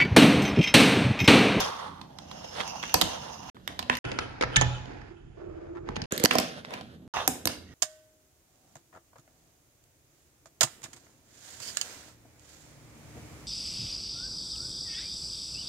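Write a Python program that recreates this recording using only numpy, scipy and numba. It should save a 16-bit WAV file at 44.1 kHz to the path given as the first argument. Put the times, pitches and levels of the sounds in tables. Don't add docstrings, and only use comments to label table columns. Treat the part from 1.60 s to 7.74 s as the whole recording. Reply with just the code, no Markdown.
import sys
import numpy as np
from scipy import signal
from scipy.io import wavfile
from numba import njit

SR = 44100
rng = np.random.default_rng(int(sys.argv[2]) if len(sys.argv) > 2 else 0)


def unload_audio(sound):
    columns = np.transpose(np.atleast_2d(sound))
    steps = np.round(np.clip(columns, -1, 1) * 32767)
    wavfile.write(sys.argv[1], SR, steps.astype(np.int16))


N = 270774

# (start [s], end [s], playing speed [ratio], lag of the left port [ms])
PASSAGES = [(0, 1.900, 1, .9), (1.946, 2.389, 1, .4), (2.442, 4.458, .5, .8), (4.509, 5.478, 1, .3),
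            (5.538, 6.2, 1, .1)]
# (left-right level of blows beyond the sway [dB],
# room send of a blow of -27 dB [dB])
PLACES = [(-4, -16), (-2.5, -17.5), (1.5, -21.5), (-1.6, -15.5), (-3.5, -16.5)]
# (time [s], left over right level [dB])
SWAY = [(0.0, -0.5), (0.169, -4.5), (0.85, -4), (0.89, -4), (0.97, -5), (1.13, -5), (1.23, -3),
        (1.83, -5.5), (2.27, -2), (2.97, -2.0), (2.99, -7), (3.97, -5), (3.98, -0.5), (4.12, -2.5),
        (4.24, -3.5), (4.46, -3), (4.65, -4.5), (4.7, -6.5), (5.06, -2), (6.14, -6.5)]
BASS_FROM_HZ = [28, 28, 28, 95, 45]

# (time [s], wheel drone level [dB], drone pitch [Hz],
# scuff level [dB], bearing rasp level [dB])
ROLL = [
    [(0.0, -36, 873, -27, -30.5), (0.12, -36.5, 993, -41, -47.5), (0.39, -46.5, 973, -53.5, -75),
     (0.42, -52.5, 902, -56, -71), (0.52, -52.5, 682, -58, -73), (0.71, -52, 690, -55.5, -54.5),
     (0.8, -48.5, 710, -53.5, -53), (0.92, -54, 780, -50.5, -47), (1.0, -39, 835, -35.5, -50),
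     (1.09, -43.5, 836, -46.5, -44.5), (1.15, -40, 772, -50, -47), (1.215, -47, 838, -47.5, -44.5),
     (1.33, -55, 755, -46.5, -43.5), (1.47, -38.5, 770, -41, -42), (1.65, -48, 818, -48.5, -47),
     (1.9, -49, 843, -58.5, -52)],
    [(1.946, -52.5, 340, -60, -97), (2.07, -78.5, 342, -58.5, -62), (2.1, -51, 780, -49.5, -57.5),
     (2.28, -54, 597, -58, -82), (2.32, -40, 507, -49, -59), (2.389, -66, 645, -46, -45.5)],
    [(2.442, -38, 371, -44, -46), (2.49, -44.5, 400, -40, -41.5), (2.53, -49, 460, -38, -46),
     (2.575, -45, 440, -46, -47), (2.62, -42, 410, -46, -43.5), (2.8, -77, 437, -49.5, -68),
     (2.95, -47, 494.4, -43, -43.5), (3.15, -71, 772, -50.5, -49.5), (3.3, -51.5, 400, -50, -70.5),
     (3.52, -57, 349.4, -54.5, -68), (3.74, -66.5, 333.2, -68.5, -71), (3.785, -50.5, 524, -58.5, -71.5),
     (4.24, -51, 533, -60, -85), (4.28, -41.5, 400, -42.5, -70), (4.32, -40, 397, -45, -61),
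     (4.35, -45, 392, -46.5, -65), (4.38, -45, 393.5, -45, -58), (4.41, -44.5, 395, -44, -60),
     (4.458, -49, 399, -50, -61)],
    [(4.509, -50, 395, -42, -59), (4.6, -38.5, 377, -44.5, -48), (4.632, -39, 400, -41.5, -66),
     (4.69, -43, 535, -43, -54.5), (4.74, -44, 450, -38, -55), (4.82, -44, 500, -39, -52),
     (4.9, -61, 467, -41, -54), (5.04, -58, 516, -54, -74.5), (5.126, -44.5, 532.3, -50, -74),
     (5.22, -77, 519, -49.5, -91.5), (5.478, -62, 343, -73, -82)],
    [(5.538, -33.5, 1020, -38, -44.5), (5.575, -34, 940, -45, -40), (5.605, -34.5, 970, -46, -46),
     (5.67, -53, 940, -47, -49.5), (5.7, -47, 400, -49, -60), (5.85, -56, 463, -60, -79),
     (5.9, -54, 400, -42.5, -44), (6.01, -55, 335, -57.5, -66), (6.14, -70, 338, -62, -69)],
]
# (frequency [Hz], width [Hz], level [dB])
SCUFF = [(522, 340, 15), (1414, 770, 10.5), (1760, 300, -14), (3030, 1850, 5.5), (3890, 3600, -34),
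         (8400, 2700, -9)]
# (frequency [Hz], width [Hz], level [dB])
RASP = [(2787, 340, 8.5), (5170, 380, 8.5), (3740, 700, -3), (6040, 880, 6.5), (7950, 1400, -19),
        (12300, 20000, -18.5)]
# (time [s], pitch of the main resonance [Hz],
# added level of the lowest [dB], added level of the main one [dB])
RASP_PITCH = [(.62, 5100, -0.5, 1.5), (.75, 5220, 3, 4.5), (.92, 5250, -0.5, 4.5), (1.1, 5070, 2, -1.5),
              (1.3, 5130, 2, -2.5), (1.5, 5150, -0.5, -5), (1.65, 5200, 2, 1), (1.78, 5150, -2.5, 1),
              (1.9, 5190, 0.5, -1.8)]
# (frequency [Hz], width [Hz], level [dB])
RUMBLE = [(45, 8.7, 4.5), (65, 11, 10), (87.7, 16, 12), (123, 119, 8.5), (174, 57, 4), (209.6, 120, 1.5)]
# (quiet level [dB], level of trembling after knocks [dB])
RUMBLE_DB = [(-51, 0.1), (-52, 2.2), (-49.5, 2), (-49.5, -5), (-53.5, -1)]
# (frequency [Hz], width [Hz], level [dB])
HISS = [(3064, 1400, -9), (6850, 3200, -10), (11800, 1900, -8)]
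# (start [s], length [s], level [dB], favoured pitch [Hz], click rate [1/s])
SKIDS = [(0.0, 0.067, -39.5, 3640, 4000), (0.055, 0.21, -56, 3436, 2500.),
         (0.976, 0.028, -45.5, 1500, 1200), (0.996, 0.028, -36.5, 2700, 2700),
         (1.225, 0.029, -42.5, 2020, 1750), (1.247, 0.064, -53, 2700, 540),
         (2.301, 0.07, -40.5, 2300, 1500.), (2.611, 0.024, -48, 1450, 870), (2.808, 0.046, -39, 1238, 1400),
         (4.143, 0.059, -51.5, 900, 1100), (4.509, 0.038, -48, 1950, 2700), (5.09, 0.14, -47.5, 1000, 2600),
         (5.551, .065, -38.5, 1940, 1200.), (5.586, .06, -44.5, 3600, 660)]

# (time [s], crack level [dB], crack colour [Hz], crack decay constant [ms], sizzle level [dB],
# deck level [dB], deck pitch [Hz], table level [dB], table pitch [Hz])
BLOWS = [(0.0034, -20.5, 3820, 5, -2, 3.5, 760, -5.5, 102),
         (0.4131, -30.5, 3630, 3.5, -24, -6.5, 950, -8.5, 200.8),
         (0.586, -29.5, 3560, 1.85, -17, -9, 950, -26.5, 207),
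         (0.7128, -29.5, 3440, 4.2, -25, -5, 950, -5.5, 175),
         (0.8436, -38, 3500, 2.5, -21.5, 12, 522, -19.5, 132),
         (0.9748, -36, 2900, 2.1, -25.5, -8.5, 498, -20, 398),
         (1.0045, -25.5, 3500, 1.5, -25, -6.5, 2000, -20.5, 300),
         (1.011, -25, 3900, 1.5, -25, -6, 1250, -20, 300),
         (1.0345, -30, 3000, 1.3, -28.5, -0.5, 930, -16.5, 145),
         (1.0772, -25, 5900, 1.3, -26, -10, 930, -12.5, 145),
         (1.157, -36, 4100, 2.5, -24.5, 0, 840, -18, 133),
         (1.183, -40, 5600, 0.98, -30, -12.5, 900, -24.5, 210),
         (1.228, -24, 3080, 1.8, -27, -7.5, 3000, -18, 209.3),
         (1.237, -29.5, 5500, 1.4, -28, -1.5, 1915, -21, 210),
         (1.2529, -29, 5500, 1.7, -21.5, -21, 2300, -18.5, 210),
         (1.294, -29.5, 2900, 2.7, -27, -5, 2600, -22.5, 210),
         (1.2775, -33, 5600, 1.66, -18.5, -15, 2270, -17, 248),
         (1.3411, -5.5, 5430, 1.44, 2, -5.5, 860, -4, 454),
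         (1.3435, -6, 4540, 2.4, -16, -25, 705, -24, 240),
         (1.3549, -23.5, 5480, 3.5, -25, 8, 517, -2.5, 253),
         (1.4129, -5.5, 3430, 2.55, -2.5, -6, 690, -6.5, 386),
         (1.4194, -6.5, 3930, 1.4, -25.5, -14.5, 1260, -10.5, 97),
         (1.9674, -52.5, 2430, 2.7, -30, 12, 1320, 5, 245),
         (2.0765, -19, 3280, 1.55, -5.5, -10.5, 1570, -19, 280),
         (2.191, -16.5, 3560, 4.2, -15.5, -3.5, 875, -12.5, 140),
         (2.2266, -25.5, 2900, 3.18, -21.5, -5.5, 826, -9, 236),
         (2.2968, -17.5, 2210, 2.5, -29, 7.5, 950, -3.5, 240.6),
         (2.2982, -15.5, 2410, 1.9, -31, 4.5, 2170, -25, 400),
         (2.3518, -20.5, 2670, 3.4, -16, -18, 1240, -19, 241),
         (2.3695, -21, 2180, 2.15, -4, -11, 2200, -27, 195),
         (2.4492, -27, 2560, 4, -29, -5.5, 1410, 3.5, 133),
         (2.5151, -21.5, 2630, 3.7, -25.5, -4, 490, -14.5, 260),
         (2.587, -15, 2380, 3, -25.5, -4.5, 1400, -12, 127.6),
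         (2.592, -28.5, 2500, 3, -26.5, 1, 700, -7.5, 450),
         (2.809, -14.5, 2130, 5.3, -25, -3.5, 500, -17.5, 436),
         (2.8227, -16, 2460, 3.8, -27.5, -2, 1450, -11.5, 452),
         (2.826, -26.5, 2420, 2.2, -35, 4, 500, -11.5, 241),
         (2.8346, -21, 2290, 6.1, -36, 3, 1480, -2, 123.1),
         (2.959, -5, 3300, 2.53, -40, -27.5, 2150, -23, 433),
         (2.9628, -0.5, 6600, 3.1, -31, -15.5, 1720, -10, 116),
         (3.0113, -8, 6580, 2.3, -34, -5.5, 660, -25, 450), (3.0189, -19, 5800, 4.94, -30, -1, 880, 2, 122),
         (3.2558, -34.5, 3000, 1.9, -37, -10.5, 482, -22.5, 333),
         (3.4155, -43, 2170, 1.7, -39, 5.5, 1920, -0.5, 102),
         (4.2881, -27.5, 2010, 1.7, -24, -1, 900, 6, 300), (4.357, -28, 3000, 3, -32, -10, 2600, -18, 200),
         (4.3641, -23, 2300, 3.4, -42, -6.5, 860, 0, 190),
         (4.4168, -21.5, 4600, 3.2, -27, -19, 845, -2, 199),
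         (4.4379, -32, 2770, 4.4, -31.5, -10, 460, -2, 188),
         (4.5216, -15, 6600, 2.13, -7, -6, 1650, -3.5, 450),
         (4.536, -27.5, 6700, 1.75, -22, -25, 1650, -7.5, 398),
         (4.563, -25.5, 6700, 1.94, -21.5, -19, 1650, -11, 400),
         (4.5777, -16, 3800, 2.15, -2, -31.5, 638, -9, 226),
         (4.598, -21.5, 2060, 2.8, -0.5, -13.5, 501, -1, 426),
         (4.638, -2.5, 6600, 1.6, -1.5, -5.5, 452, -3, 370),
         (4.634, -21, 4500, 1.5, -19.5, -21, 1500, -25.5, 400),
         (4.6487, -7, 4470, 4.8, -6, -11, 1440, -16.5, 450),
         (4.6571, -2, 4770, 0.92, -15, -7, 596, -30, 412),
         (4.7096, -11, 2880, 1.5, -19.5, -3.5, 1300, -22, 400),
         (4.7114, -10.5, 2880, 2.1, -25, -5.5, 2750, -11, 260),
         (4.735, -28.5, 2830, 1.74, 4, -29.5, 1670, -10, 246),
         (4.7525, -15.5, 5400, 3.5, -10, 9.5, 646, 1, 265),
         (4.784, -8.5, 4900, 2.9, -5.5, -6.5, 650, -7.5, 310),
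         (4.7994, -20.5, 4500, 1.53, 4, -2, 805, -12, 257),
         (5.0484, -34.5, 3600, 1.8, -28, 0.5, 2200, -20, 170),
         (5.0554, -37, 3800, 1.5, -31.5, -10, 3500, -20, 171),
         (5.1071, -29, 2340, 1, -20, -6, 638, -23, 428),
         (5.1371, -24, 2580, 4.75, -19, -6, 535, -13.5, 261),
         (5.21, -32, 3270, 2.8, -23.5, -3.5, 724, -4, 170.6),
         (1.74, -42, 3300, 2.1, -30, -14, 2600, -25, 200),
         (1.893, -35.5, 2900, 3.8, -30, -5, 2720, -24, 200),
         (5.6765, -6.5, 5450, 2.4, 1.5, -11.5, 734, -10, 318),
         (5.8548, -9.5, 6050, 1.12, 5, -10.5, 510, -10, 314),
         (5.8725, -14, 4440, 2.03, 2, -10, 1500, -10.5, 260),
         (5.875, -15.5, 4550, 1.7, -11, -11, 2620, -20, 400)]
# (frequency [Hz], level [dB], T60 [s])
DECK = [(520, -6.5, 0.045), (638, -7.5, 0.045), (750.5, -4.5, 0.055), (783, -3.5, 0.017),
        (1014.4, 1.5, 0.031), (1240, 5, 0.011), (1698, -3, 0.054), (1960, 19.5, 0.0028), (2635, 9.5, 0.012),
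        (3264, 8, 0.022), (3580, 8.5, 0.024), (4220, -7.5, .03), (6300, -20.5, .03)]
# (frequency [Hz], level [dB], T60 [s])
TABLE = [(85, -13, 0.33), (114.2, -13.5, 0.19), (164.7, -16, 0.59), (203, -18, 0.25), (249.4, -6.5, 0.27),
         (292, -10, 0.1), (335, -2, 0.067), (424, -0.5, 0.042), (490, 8.5, 0.019)]
# (centre [Hz], T60 [s], level [dB])
ROOM = [(125, 1, -15.5), (235, 0.55, -1), (590, 0.47, -3), (920, 0.32, 1.5), (2085, 0.5, 0),
        (3860, 0.47, -1), (8200, 0.33, 1), (12480, 0.46, -26.5)]

# (time [s], level [dB])
RAIL_HITS = [(2.9666, -13.5), (3.0178, -21), (4.153, -65), (4.3626, -38), (4.418, -47)]
# (frequency [Hz], level [dB], T60 [s])
RAIL_MODES = [(1740, -13.5, 0.043), (2560, -22, .04), (3505, -1.5, .07), (3832, -6, 0.046),
              (4360, -9.5, .03), (5318, -16, .03), (6120, -4.5, .04), (6900, -16, .03), (13000, 1.5, .008)]
# (start [s], end [s], first hum level [dB], last hum level [dB],
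# lowest hum pitch [Hz], slip rate [1/s])
SLIDES = [(3.506, 3.745, -49, -68.5, 344, 1000.), (3.771, 4.307, -42.5, -44, 344, 960),
          (5.539, 5.603, -36, -34.5, 752, 500.), (5.616, 5.66, -43, -59, 753, 420),
          (6.065, 6.2, -66, -63, 1890, 2000.)]
# (frequency [Hz], width [Hz], level [dB])
SLIDE_HUM = [(697, 73, 7.5), (769, 57, 1.5), (1063, 280, -14), (2420, 1060, -22)]
# (start [s], end [s], depth [dB], edge [s])
DIP = (4.660, 4.709, -11, .003)

DRONE_SPLIT, DRONE_WIDTH = 1.087, .3
DRONE_WOBBLE_DB, SCUFF_WOBBLE_DB, WOBBLE_PER_S = 2, 3, 25.0
RASP_MAIN_HZ, RASP_PATCHY_DB, RASP_FLICKER_DB = 5144, 1.2, 2.8
RUMBLE_WOBBLE_DB, HISS_DB = 2, -74.5
SKID_RISE, SKID_SPOT_DB = 0.31, 9
CRACK_RISE_MS = 0.25
SPOT_DB = 20
ROOM_PER_DB = 0.0886
SHUDDER_DB, SHUDDER_RISE_S, SHUDDER_T60_S = -17.5, 0.0067, 0.23
SHUDDER_LOW_HZ, SHUDDER_SPOT_DB = 200, 4
SLIDE_ATTACK_S, SLIDE_WOBBLE_DB = 0.0015, 1
DUCK_FROM_DB, DUCK_SHARE, DUCK_MS, RECOVER_DB_PER_S = -9, 0.097, 20, 145
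TREBLE_STOP_HZ = 15100


def from_db(db):
    return 10 ** (np.asarray(db) / 20)


def rms_one(x):
    return x / np.sqrt(np.mean(x ** 2) + 1e-20)


def band(x, low, high):
    sos = signal.butter(2, [low, min(high, .45 * SR)], "band", fs=SR, output="sos")
    return signal.sosfilt(sos, x + 1e-18)


def ring(clicks, hz, t60):
    r, w = from_db(-60 / (t60 * SR)), 2 * np.pi * hz / SR
    return signal.lfilter([0, np.sin(w)], [1, -2 * r * np.cos(w), r * r], clicks + 1e-18)


def resonate(x, peaks, speed):
    out = 0
    for hz, width, db in peaks:
        r = np.exp(-np.pi * width * speed / SR)
        b = (1 - r * r) / 2 * np.array([1, 0, -1])
        a = [1, -2 * r * np.cos(2 * np.pi * hz * speed / SR), r * r]
        out = out + from_db(db) * signal.lfilter(b, a, signal.lfilter(b, a, x))
    return rms_one(out)


@njit
def glide(x, hz, width):
    out = np.zeros_like(x)
    for c in range(x.shape[0]):
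        for i in range(2, x.shape[1]):
            r = np.exp(-np.pi * width[i] * hz[i] / SR)
            driven = (1 - r * r) / 2 * (x[c, i] - x[c, i - 2])
            kept = 2 * r * np.cos(2 * np.pi * hz[i] / SR) * out[c, i - 1] - r * r * out[c, i - 2]
            out[c, i] = driven + kept
    return out


def ports(common, own, lag, alike):
    alike = np.clip(alike, 0, 1)
    shared = np.array([np.roll(common, lag), common])
    return np.sqrt(alike) * shared + np.sqrt(1 - alike) * own


def drift(n, per_s):
    at = np.arange(n) / SR * per_s
    count = int(at[-1]) + 2
    return np.interp(at, np.arange(count), rng.standard_normal(count))


def grain(n, per_s, spread_db):
    sizes_db = spread_db * np.minimum(rng.exponential(1, (3, n)), 4)
    sizes = from_db(sizes_db) * rng.choice([-1, 1], (3, n))
    return sizes * (rng.random((3, n)) < per_s / SR)


def hiss(n):
    return from_db(HISS_DB) * resonate(rng.standard_normal((2, n)), HISS, 1)


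def rolling(start, n, speed, lag, rows):
    s, *columns = np.transpose(rows)
    t = start + np.arange(n) / SR
    drone_db, drone_hz, scuff_db, rasp_db = [np.interp(t, s, c) for c in columns]
    pressure = drift(n, WOBBLE_PER_S * speed)
    width = np.full(n, DRONE_WIDTH)
    evened = grain(n, 1100.0 * speed, spread_db=3.0) / np.sqrt(drone_hz)
    pair = (drone_hz / DRONE_SPLIT, drone_hz * DRONE_SPLIT)
    drone = rms_one(sum(glide(glide(evened, hz, width), hz, width) for hz in pair))
    scuff = resonate(grain(n, 2300.0 * speed, spread_db=0.5), SCUFF, speed)
    rasp = bearings(start, n, speed)
    layers = ((drone, drone_db + DRONE_WOBBLE_DB * pressure, .7),
              (scuff, scuff_db + SCUFF_WOBBLE_DB * pressure, .55),
              (rasp, rasp_db + RASP_FLICKER_DB * drift(n, 60. * speed), .45))
    return sum(from_db(db) * ports(layer[0], layer[1:], lag, alike) for layer, db, alike in layers)


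def bearings(start, n, speed):
    s, *columns = np.transpose(RASP_PITCH)
    main_hz, *swells_db = [np.interp(start + np.arange(n) / SR, s, c) for c in columns]
    shift = speed * main_hz / RASP_MAIN_HZ
    clicks = grain(n, 5200.0 * speed, spread_db=3.5)
    out = 0
    for (hz, width, db), swell_db in zip(RASP, swells_db + [0] * len(RASP)):
        share = np.full(n, width / hz)
        level = from_db(db + swell_db + RASP_PATCHY_DB * drift(n, 7.1 * speed))
        out = out + level * glide(glide(clicks, hz * shift, share), hz * shift, share)
    return rms_one(out)


def table_rumble(start, n, speed, quiet_db, shudder_db):
    rumble = resonate(grain(n, 1100.0 * speed, spread_db=2.5), RUMBLE, speed)
    quiet = from_db(quiet_db + RUMBLE_WOBBLE_DB * drift(n, WOBBLE_PER_S * speed))
    trembling = np.hypot(quiet, from_db(shudder_db) * shudder(start, n, speed))
    return from_db([[-1.0], [1.5]]) * trembling * ports(rumble[0], rumble[1:], 0, alike=0.88)


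def shudder(start, n, speed):
    rows = np.array(BLOWS)
    crack_db, table_db, table_hz = rows[:, 1], rows[:, 7], rows[:, 8]
    at = np.round((rows[:, 0] - start) * SR).astype(int)
    inside = (at >= 0) & (at < n)
    far_db = SHUDDER_SPOT_DB * np.maximum(np.log2(table_hz / speed / SHUDDER_LOW_HZ), 0)
    knocks = np.zeros(n)
    knocks[at[inside]] = from_db(crack_db + table_db + SHUDDER_DB - far_db)[inside] ** 2
    fall = from_db(-120 * speed / (SHUDDER_T60_S * SR))
    rise = np.exp(-speed / (SHUDDER_RISE_S * SR))
    stored = signal.lfilter([1], [1, -fall], knocks + 1e-18)
    return np.sqrt(signal.lfilter([1 - rise], [1, -rise], stored))


def skids(start, n, speed, lag):
    out = np.zeros((2, n))
    for s, length, db, spot_hz, per_s in SKIDS:
        i, m = round((s - start) * SR), round(length * SR)
        if not 0 <= i < n:
            continue
        u = np.arange(m) / m
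        swell = np.minimum(u / SKID_RISE, (1 - u) / (1 - SKID_RISE))
        clicks = np.pad(grain(m, per_s, spread_db=5.0) * swell, [(0, 0), (0, m)])
        rung = 0
        for hz, mode_db, t60 in DECK:
            far_db = SKID_SPOT_DB * abs(np.log2(hz * speed / spot_hz))
            rung = rung + from_db(mode_db - far_db) * ring(clicks, hz * speed, t60 / speed)
        scrape = rms_one(band(clicks, 1500 * speed, 7000 * speed))
        skid = from_db(db) * rms_one(rms_one(rung) + 0.051 * scrape)
        out[:, i:i + 2 * m] += ports(skid[0], skid[1:], lag, alike=0.34)[:, :n - i]
    return out


def crack(noise, colour_hz):
    burst = ports(noise[0], noise[1:], 0, alike=0.021)
    broad = band(burst, max(1500, colour_hz * 0.28), max(5200, colour_hz * 1.104))
    narrow = band(burst, colour_hz * 0.85, colour_hz * 1.13)
    both = 1.1 * broad + 1.75 * narrow
    return both * 0.8 / np.abs(both).max(axis=1, keepdims=True)


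def sizzle(noise):
    lower = band(ports(noise[0], noise[1:], 1, alike=.85), 7000, 10500)
    upper = band(ports(noise[0], noise[1:], 0, alike=.8), 10500, 14000)
    return 1.1 * (from_db([[-2], [1]]) * lower + upper)


def struck_body(t, speed, modes, level_db, spot_hz, contact_ms, travel_ms, low_hz):
    push = t * np.exp(-t * 1000 / contact_ms)
    push = np.roll(push / push.sum(), round(travel_ms / speed * SR / 1000))
    push = band(push, low_hz * speed, 12000)
    out = 0
    for hz, mode_db, t60 in modes:
        far_db = SPOT_DB * abs(np.log2(hz * speed / spot_hz))
        height = from_db(level_db + mode_db + rng.normal(0, 0.22) - far_db)
        out = out + rng.choice([-1, 1]) * height * ring(push, hz * speed, t60 / speed)
    return out


def blows(start, n, speed, lag, pan_db, room_db):
    direct, bright, sent = np.zeros((2, n)), np.zeros((2, n)), np.zeros(n)
    size, short = int(.5 * SR), 2048
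    t = np.arange(size) / SR * speed
    for s, db, colour_hz, ms, sizzle_db, deck_db, deck_hz, table_db, table_hz in BLOWS:
        i = round((s - start) * SR)
        if not 0 <= i < n:
            continue
        t_ms = t[:short] * 1000
        envelope = np.exp(-t_ms / (ms * speed)) * (1 - np.exp(-t_ms / CRACK_RISE_MS))
        noise = rng.standard_normal((3, short)) * envelope
        blow, treble = np.zeros((2, size)), np.zeros((2, size))
        blow[:, :short] = crack(noise, colour_hz)
        treble[:, :short] = from_db(db + sizzle_db) * sizzle(noise)
        blow += struck_body(t, speed, DECK, deck_db, deck_hz, contact_ms=.08, travel_ms=.5, low_hz=450)
        blow += struck_body(t, speed, TABLE, table_db, table_hz, contact_ms=.5, travel_ms=3.5, low_hz=60)
        blow *= from_db(db)
        m = min(size, n - i)
        sent[i:i + m] += from_db(room_db + ROOM_PER_DB * (db + 27.0)) * (blow + treble)[1, :m]
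        blow[0] = np.concatenate([np.zeros(lag), blow[0, :size - lag]])
        direct[:, i:i + m] += (from_db([[pan_db / 2], [-pan_db / 2]]) * blow)[:, :m]
        bright[:, i:i + m] += treble[:, :m]
    return direct, bright, sent


def room(x, speed):
    t = np.arange(int(SR * .9)) / SR * speed
    echo = 0
    for hz, t60, db in ROOM:
        noise = rng.standard_normal((3, len(t)))
        both = ports(noise[0], noise[1:], 0, alike=np.clip(200 / (hz * speed), 0, .9))
        octave = band(both, hz * speed / 2 ** .5, hz * speed * 2 ** .5)
        echo = echo + from_db(db - 60 * t / t60) * octave
    echo *= (1 - np.exp(-t / 0.0018)) * 0.07
    return signal.fftconvolve(x[None], echo, axes=1)[:, :len(x)]


def rail(start, n, speed, lag):
    out = np.zeros(n)
    hits = [(round((s - start) * SR), db) for s, db in RAIL_HITS if 0 <= s - start < n / SR]
    for hz, mode_db, t60 in RAIL_MODES if hits else []:
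        clicks = np.zeros(n)
        for i, db in hits:
            clicks[i] = rng.choice([-1, 1]) * from_db(db + mode_db + rng.normal(0, 1.5))
        out += ring(clicks, hz * speed, t60 / speed)
    return np.array([np.roll(out, lag), out])


def sliding(start, n, speed, lag):
    t, out = start + np.arange(n) / SR, np.zeros((2, n))
    for s, end, first_db, last_db, hz, per_s in SLIDES:
        if start <= s < t[-1]:
            gate = np.clip((t - s) / SLIDE_ATTACK_S, 0, 1) * (t < end)
            level = gate * from_db(np.interp(t, [s, end], [first_db, last_db]))
            wobble = from_db(SLIDE_WOBBLE_DB * drift(n, WOBBLE_PER_S * speed))
            slips = grain(n + SR // 10, per_s, spread_db=1.0)
            hum = resonate(slips, SLIDE_HUM, hz / SLIDE_HUM[0][0])[:, -n:]
            out += level * wobble * ports(hum[0], hum[1:], lag, alike=0.89)
    return out


def scene():
    out = np.zeros((2, N))
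    settings = zip(PASSAGES, ROLL, RUMBLE_DB, PLACES, BASS_FROM_HZ)
    for (start, end, speed, lag_ms), rows, rumble_db, place, bass_hz in settings:
        i, lag = round(start * SR), round(lag_ms * SR / 1000)
        n = min(round(end * SR), N) - i
        board = rolling(start, n, speed, lag, rows) + skids(start, n, speed, lag)
        direct, bright, sent = blows(start, n, speed, lag, *place)
        board += direct + rail(start, n, speed, lag) + sliding(start, n, speed, lag)
        sway_db = np.interp(start + np.arange(n) / SR, *np.transpose(SWAY))
        passage = board * from_db([sway_db / 2, -sway_db / 2]) + bright + room(sent, speed)
        passage += table_rumble(start, n, speed, *rumble_db) + hiss(n)
        high_pass = signal.butter(2, bass_hz, "high", fs=SR, output="sos")
        out[:, i:i + n] = signal.sosfilt(high_pass, passage)
    return out


def record(dry):
    over_db = np.maximum(20 * np.log10(np.abs(dry).max(axis=0) + 1e-9) - DUCK_FROM_DB, 0)
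    t = np.arange(N) / SR
    slope = RECOVER_DB_PER_S * t
    held_db = np.maximum.accumulate(DUCK_SHARE * over_db + slope) - slope
    r = np.exp(-1000 / (DUCK_MS * SR))
    duck_db = signal.lfilter([1 - r], [1, -r], held_db)
    start, end, dip_db, edge = DIP
    dipped = dry * from_db(dip_db * np.clip(np.minimum(t - start, end - t) / edge, 0, 1))
    out = 1.25 * np.tanh(dipped * from_db(-duck_db) / 1.25)
    for start, end, speed, _ in PASSAGES:
        if speed < 1:
            i, j = round(start * SR), round(end * SR)
            low_pass = signal.ellip(9, .5, 65, 7500, fs=SR, output="sos")
            strip_pass = signal.ellip(5, .5, 65, [8700, 10200], "band", fs=SR, output="sos")
            dull = signal.sosfilt(low_pass, out[:, i:j])
            strip = signal.sosfilt(strip_pass, out[:, i:j])
            out[:, i:j] = dull + from_db(-1.0) * strip
    return signal.sosfilt(signal.cheby2(8, 40, TREBLE_STOP_HZ, fs=SR, output="sos"), out)


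dry = scene()
out = record(dry)
unload_audio(out)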